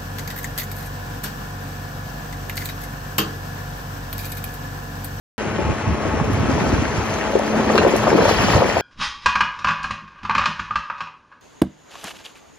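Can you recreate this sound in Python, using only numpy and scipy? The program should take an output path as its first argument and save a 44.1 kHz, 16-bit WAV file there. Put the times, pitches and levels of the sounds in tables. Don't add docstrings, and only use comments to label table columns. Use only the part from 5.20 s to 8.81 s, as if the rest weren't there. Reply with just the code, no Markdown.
import sys
import numpy as np
from scipy import signal
from scipy.fft import rfft, irfft, next_fast_len
from scipy.io import wavfile
from scipy.ndimage import uniform_filter1d

SR = 44100
rng = np.random.default_rng(int(sys.argv[2]) if len(sys.argv) > 2 else 0)


def file_out(sig):
    cols = np.atleast_2d(sig).T
    lim = np.clip(cols, -1, 1)
    pcm = np.round(lim * 32767).astype(np.int16)
    wavfile.write(sys.argv[1], SR, pcm)


def attenuation_scalar(level_db):
    decades = np.asarray(level_db, float) / 20
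    return 10 ** decades


N = 159201

# freq_hz, density_db_per_hz
ROAR_SPECTRUM = [(40, -8), (90, -7), (500, -1), (1100, -6.5), (2900, -13.5), (4200, -30), (7000, -22),
                 (13000, -65.5)]
# time_s, first_harmonic_db
PUMP_EFFORT = [
    (.2, -39.5),
    (1.7, -39.5),
    (2.1, -35.5),
    (2.35, -24),
    (2.55, -26.5),
    (2.62, -32.5),
    (2.86, -26.5),
    (2.95, -30),
    (3.6, -40),
]
# multiple, rest_level_db, effort_share
PUMP_HARMONICS = [(1, -40, 1.08), (2, -42, 0.32), (3, -48, 0.4), (4, -45.5, .2), (5, -46, 0.25),
                  (6, -48, 0.07), (7, -50, 0.11)]
# time_s, pitch_hz, level_db
TURBO_WHISTLE = [
    (.2, 5600, -63),
    (.7, 5700, -55),
    (1.25, 5700, -54),
    (1.6, 5950, -50),
    (2.0, 6190, -49),
    (2.35, 6170, -49),
    (2.6, 6190, -59),
    (3.2, 6300, -58),
    (3.6, 6300, -63),
]
# time_s, level_db
BUCKET_SHIFT = [
    (0.2, -32.5),
    (0.51, -22.5),
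    (0.62, -36.5),
    (0.69, -21),
    (0.81, -28),
    (1.24, -23.5),
    (2.18, -34.5),
    (3.22, -23.5),
    (3.31, -21),
    (3.6, -32.5),
]
# time_s, stones_db, soil_db
POUR_LEVELS = [(.2, -45, -48), (.9, -34, -49.5), (1.45, -23.5, -39), (1.72, -32, -41.5),
               (2.3, -25.5, -41.5), (2.62, -16.5, -36), (2.8, -25, -37.5), (3.0, -15, -34.5),
               (3.12, -25.5, -29), (3.19, -40, -32), (3.32, -20, -29), (3.45, -19.5, -35.5),
               (3.6, -38.5, -36)]
# freq_hz, density_db_per_hz
SOIL_SPECTRUM = [(300, -4), (700, 1), (1300, -3), (2300, -7.5), (4500, -17), (6500, -15.5), (8500, -31.5),
                 (13500, -28)]
# start_s, peak_db, pitch_hz
ROCK_KNOCKS = [(0.252, -19, 350), (0.388, -11, 340), (0.487, -13.5, 397), (0.812, -26.5, 318),
               (0.853, -14.5, 323), (0.934, -11.5, 234), (0.971, -17, 480), (1.041, -15.5, 520),
               (1.097, -12.5, 268), (1.135, -15.5, 680), (1.224, -16, 238), (1.283, -14, 255),
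               (1.292, -7.5, 267), (1.309, -17, 520), (1.38, -13, 610), (1.409, -10.5, 221),
               (1.439, -11, 603), (1.526, -7.5, 231), (1.56, -13, 276), (1.619, -10.5, 233),
               (1.804, -16, 696), (2.134, -11.5, 598), (2.153, -1, 400), (2.158, -6.5, 566),
               (2.195, -9, 606), (2.335, -9.5, 624), (2.361, -13, 230), (2.467, -26, 510),
               (2.499, -5.5, 497), (2.549, -7, 390), (2.578, -1.5, 1080), (2.635, -4.5, 442),
               (2.649, -1, 523), (2.665, -0.5, 420), (2.696, -17, 577), (2.736, -4, 383), (2.758, -7, 670),
               (2.798, -13.5, 610), (2.839, -13, 643), (2.87, -2, 690), (2.878, -1.5, 633),
               (2.927, -2, 398), (2.947, -3, 344), (2.979, -7.5, 470), (2.988, -2, 460), (3.01, -13, 991),
               (3.021, -5, 508), (3.055, -3.5, 584), (3.081, -7.5, 626), (3.11, -4.5, 498), (3.19, -7, 750),
               (3.284, -6.5, 770), (3.336, -4.5, 1020), (3.362, -3.5, 560), (3.377, -5, 508),
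               (3.419, -2, 700), (3.422, -3, 513), (3.488, -13, 466), (3.56, -11, 600), (3.568, -1.5, 655)]
# start_s, peak_db, pitch_hz
STONE_CLACKS = [(0.362, -21.5, 1760), (0.999, -14.5, 800), (1.133, -29, 6540), (1.403, -19.5, 2190),
                (1.546, -21, 1620), (1.653, -13.5, 1600), (1.905, -26, 3040), (1.94, -20, 3700),
                (2.012, -17, 1800), (2.04, -21, 1720), (2.191, -23.5, 4930), (2.5, -14.5, 1170),
                (2.492, -15.5, 1770), (2.555, -15.5, 3600), (2.579, -5, 2720), (2.584, -9.5, 1550),
                (2.632, -15.5, 1730), (2.764, -21, 7800), (2.877, -24, 2600), (2.904, -12.5, 1650),
                (2.931, -19, 1660), (3.186, -11, 1780), (3.197, -27, 1550), (3.484, -38, 7500),
                (3.362, -28, 5000), (3.499, -11.5, 1870), (3.543, -21, 1710), (3.569, -18, 2220)]
# start_s, peak_db, pitch_hz
BUCKET_THUDS = [(0.447, -17, 90), (0.49, -10.5, 108), (0.673, -6.5, 116), (0.719, -16, 86.1),
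                (1.012, -8, 160), (1.075, -14, 109), (1.11, -9, 95.6), (1.14, -14, 99), (1.2, -6.5, 110.5),
                (1.33, -13.5, 70), (1.35, -9, 248), (1.375, -13, 153), (1.418, -11, 162), (1.47, -10, 264),
                (1.5, -14, 280), (1.53, -7.5, 72.7), (1.585, -10, 89), (1.59, -12.5, 200),
                (1.777, -11.5, 82), (2.944, -9, 189), (3.24, -5, 219), (3.35, -5.5, 108)]
# start_s, peak_db, pitch_hz
PEBBLE_PINGS = [
    (2.763, -19, 5890),
    (2.902, -22, 5370),
]
# time_s, level_db
GRAVEL_SWELLS = [
    (.2, -62),
    (2.9, -54),
    (3.02, -37),
    (3.11, -31),
    (3.17, -41),
    (3.22, -45),
    (3.3, -33),
    (3.38, -36),
    (3.45, -52),
    (3.6, -58),
]
# freq_hz, lead_rad
MACHINE_LEAD = [(100, 0), (1000, -.5), (2000, -.1), (2700, -1.6), (3800, -.3), (5000, 1.9), (8000, 3.14),
                (12500, 8.2)]
# freq_hz, lead_rad
HEAP_LEAD = [(100, 0), (1000, -.3), (1800, .1), (2700, 3.4), (4000, 6.4), (5200, 8.2), (8000, 9.42),
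             (12500, 14)]
# freq_hz, share_0_to_1
DIRECT_SHARE = [(60, .92), (250, .6), (700, .78), (1500, .93), (2400, .62), (3700, .35), (6000, .7),
                (11000, .4)]
# freq_hz, left_minus_right_db
PORT_TILT = [(200, 0), (900, 4.5), (1400, 3), (2200, 2), (3000, 2), (4000, -4.5), (5500, 1.5), (12000, -1)]
# start_s, length_s
SHARP_ATTACKS = [
    (.18, .008),
    (1.132, .005),
    (2.19, .007),
    (2.548, .016),
    (2.76, .009),
    (3.478, .008),
    (3.497, .008),
]


def in_time(rows):
    time_s, *columns = np.transpose(rows)
    return [np.interp(np.arange(N) / SR, time_s, column) for column in columns]


def at_hz(points, hz):
    freq_hz, value = np.array(points).T
    return np.interp(np.log(hz + 1), np.log(freq_hz), value)


def rms_one(x):
    return x / np.sqrt(np.mean(x ** 2) + 1e-20)


def drift(rate_hz):
    r = np.exp(-80 * np.pi * rate_hz / SR)
    noise = rng.standard_normal(N // 40 + 2002)
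    slow = signal.lfilter([1], [1, -2 * r, r * r], noise)[2000:]
    return np.interp(np.arange(N) / 40, np.arange(len(slow)), rms_one(slow))


def ring(clicks, hz, t60_s):
    r = attenuation_scalar(-60 / (t60_s * SR))
    w = 2 * np.pi * hz / SR
    return signal.lfilter([0, np.sin(w)], [1, -2 * r * np.cos(w), r * r], clicks + 1e-18)


def bandpass(x, low_hz, high_hz):
    return signal.sosfilt(signal.butter(2, [low_hz, high_hz], "band", fs=SR, output="sos"), x)


def banded_noise(spectrum, shared_db, own_db, rate_hz):
    out = 0
    together = drift(rate_hz)
    edges_hz = 30 * 2 ** np.arange(0, 9.1, .5)
    white = rng.standard_normal((2, 3, N))
    for k, (low_hz, high_hz) in enumerate(zip(edges_hz, edges_hz[1:])):
        level_db = at_hz(spectrum, np.sqrt(low_hz * high_hz))
        flicker_db = shared_db * together + own_db * drift(rate_hz)
        out = out + bandpass(white[k % 2], low_hz, high_hz) * attenuation_scalar(level_db + flicker_db)
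    return rms_one(out)


def grains(per_s, low_hz, high_hz, cycles, spread_db, tilt_db):
    sizes = attenuation_scalar(spread_db * np.minimum(rng.exponential(1, (3, N)), 4)) * rng.choice([-1, 1], (3, N))
    born = rng.random((3, N)) < per_s / SR
    dealt = rng.integers(0, 16, N)
    out = 0
    for k, hz in enumerate(np.geomspace(low_hz, high_hz, 16)):
        clicks = sizes * born * (dealt == k)
        out = out + ring(clicks, hz, cycles / hz) * attenuation_scalar(tilt_db * np.log2(hz / low_hz))
    highpass = signal.butter(2, 1.26 * low_hz, "high", fs=SR, output="sos")
    return rms_one(signal.sosfilt(highpass, out))


def blows(rows, upper, cycles, rise, crack_db, gain_db):
    out = np.zeros(N + SR)
    chance = rng.uniform(0, 1, (len(rows), 2))
    for (start_s, peak_db, hz), (u, v) in zip(rows, chance):
        t = np.arange(int(cycles / hz * SR) + 200) / SR
        shape = (1 - np.exp(-t * hz / rise)) * attenuation_scalar(-60 * t * hz / cycles)
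        upper_hz = hz * (1.36 + 0.36 * u)
        body = np.sin(2 * np.pi * hz * t) + upper * np.sin(2 * np.pi * (upper_hz * t + v))
        lowpass = signal.butter(3, min(2 * hz, 15000), fs=SR)
        noise = signal.lfilter(*lowpass, 2.5 * rng.standard_normal(len(t)))
        crack = attenuation_scalar(crack_db) * noise * np.exp(-t / .0009)
        i = int(start_s * SR)
        out[i:i + len(t)] += attenuation_scalar(peak_db + gain_db) * (shape / shape.max() * body + crack)
    return out[:N]


def scattered(x):
    t60_s = 0.13
    t = np.arange(SR // 5) / SR
    tail = rng.standard_normal((2, len(t))) * attenuation_scalar(-60 * t / t60_s)
    tail = tail / np.sqrt(np.sum(tail ** 2, axis=1, keepdims=True))
    return np.vstack([x, signal.fftconvolve(x[None], tail, axes=1)[:, :N]])


def engine_roar():
    firing_hz, firing_depth, roar_db = 108.0, .14, -27
    firing_phase = 2 * np.pi * np.cumsum(firing_hz * (1 + 0.0228 * drift(4.0))) / SR
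    firing = 1 + firing_depth * np.sin(firing_phase)
    roar = attenuation_scalar(roar_db) * firing * banded_noise(ROAR_SPECTRUM, shared_db=1.0, own_db=0.8, rate_hz=17.0)
    return signal.sosfilt(signal.butter(10, 12500, fs=SR, output="sos"), roar)


def pump_hum():
    pump_hz, wander = 215.5, 0.005
    effort_db, = in_time(PUMP_EFFORT)
    turn = 2 * np.pi * np.cumsum(pump_hz * (1 + wander * drift(2.96))) / SR
    out = 0
    for k, rest_db, share in PUMP_HARMONICS:
        flicker_db = min(1.7 * k, 4.5) * drift(8)
        level = attenuation_scalar(rest_db + share * (effort_db + 38) + flicker_db)
        out = out + level * np.sin(k * turn + 0.31 * k * drift(4.86))
    return out


def turbo_whistle():
    hz, level_db = in_time(TURBO_WHISTLE)
    phase = 2 * np.pi * np.cumsum(hz * (1 + 0.008 * drift(90))) / SR
    return attenuation_scalar(level_db - .5 + 3.5 * drift(30)) * np.sin(phase)


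def engine():
    return engine_roar() + np.sqrt(2) * (pump_hum() + turbo_whistle())


def bucket():
    shift_db, = in_time(BUCKET_SHIFT)
    rolling = grains(420, 51.4, 362.0, cycles=16.5, spread_db=3.0, tilt_db=1.0)
    thuds = blows(BUCKET_THUDS, upper=0.46, cycles=7.8, rise=0.3, crack_db=-52, gain_db=-4.0)
    return attenuation_scalar(shift_db + 1.5) * rolling + scattered(thuds)


def pouring():
    stones_db, soil_db = in_time(POUR_LEVELS)
    soil = banded_noise(SOIL_SPECTRUM, shared_db=2.0, own_db=2.3, rate_hz=22.6)
    stones = grains(600, 197.0, 1140.0, cycles=5.5, spread_db=2.5, tilt_db=1.0)
    grit_per_s = 900 * attenuation_scalar(2.0 * drift(13))
    grit = grains(grit_per_s, 1503.0, 10800.0, cycles=21.0, spread_db=6.0, tilt_db=-9.0)
    chips = grains(500, 2317.0, 6950.0, cycles=110.0, spread_db=0.2, tilt_db=-5.5)
    out = attenuation_scalar(11 + soil_db) * soil + attenuation_scalar(-0.5 + stones_db) * stones
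    return out + attenuation_scalar(soil_db) * grit + attenuation_scalar(7.5 + 1.17 * soil_db) * chips


def stone_blows():
    knocks = blows(ROCK_KNOCKS, upper=0.44, cycles=10.0, rise=1.1, crack_db=-28, gain_db=-2.5)
    clacks = blows(STONE_CLACKS, upper=.6, cycles=18.0, rise=.4, crack_db=-4, gain_db=1.5)
    pings = blows(PEBBLE_PINGS, upper=.03, cycles=90.0, rise=6.0, crack_db=-20, gain_db=-1.5)
    return scattered(knocks + clacks + pings)


def sliding_gravel():
    level_db, = in_time(GRAVEL_SWELLS)
    return attenuation_scalar(level_db) * grains(1500, 2900.0, 5600.0, cycles=80.0, spread_db=3.5, tilt_db=0.5)


def heap():
    return pouring() + stone_blows() + sliding_gravel()


def ports(rows, lead):
    dip_hz, dip_width_hz, dip_depth_db = 3700, 356, -4.5
    size = next_fast_len(N + SR // 2)
    hz = np.arange(size // 2 + 1) * SR / size
    spectra = rfft(rows, size)
    share = np.clip(at_hz(DIRECT_SHARE, hz), 0, 1)
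    side = np.array([[.5], [-.5]])
    direct = np.sqrt(share) * np.exp(1j * side * at_hz(lead, hz)) * spectra[0]
    diffuse = np.sqrt(1 - share) * spectra[1:]
    dip_db = dip_depth_db * np.exp(-((hz - dip_hz) / dip_width_hz) ** 2)
    return irfft((direct + diffuse) * attenuation_scalar(dip_db + side * at_hz(PORT_TILT, hz)), size)[:, :N]


def scene():
    return ports(engine() + bucket(), MACHINE_LEAD) + ports(heap(), HEAP_LEAD)


def treble_loss(x):
    gap_low_hz, gap_high_hz, top_hz = 7500, 9646, 13500
    # low_hz, high_hz, bias towards loss
    fringes = [(6650, 6950, -1.5), (6950, 7250, 1.5), (7250, gap_low_hz, 3.5),
               (12700, 13100, 5), (13100, top_hz, 8.5)]
    t = np.arange(N) / SR
    hz = np.arange(N // 2 + 1) * SR / N
    mid = rfft(x.mean(axis=0))

    def part(spectrum, low_hz, high_hz):
        return irfft(spectrum * ((hz > low_hz) & (hz < high_hz)), N)

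    lost = part(mid, gap_low_hz, gap_high_hz) + part(rfft(x), top_hz, SR)
    for low_hz, high_hz, bias in fringes:
        share = np.clip(3 * drift(12) + bias - 1.7 * t, 0, 1)
        lost = lost + part(mid, low_hz, high_hz) * share
    sharp = sum((t > start_s) & (t < start_s + length_s) for start_s, length_s in SHARP_ATTACKS)
    return uniform_filter1d(1. - .6 * sharp, size=200) * lost


def roll_off(x):
    return signal.sosfilt(signal.butter(12, 15720, fs=SR, output="sos"), x)


def record(dry):
    start_s = .1805
    x = signal.sosfilt(signal.butter(3, 45.0, "high", fs=SR, output="sos"), np.tanh(dry))
    x = (x - treble_loss(x)) * (np.arange(N) / SR > start_s)
    return roll_off(x)


dry = scene()
out = record(dry)
file_out(out)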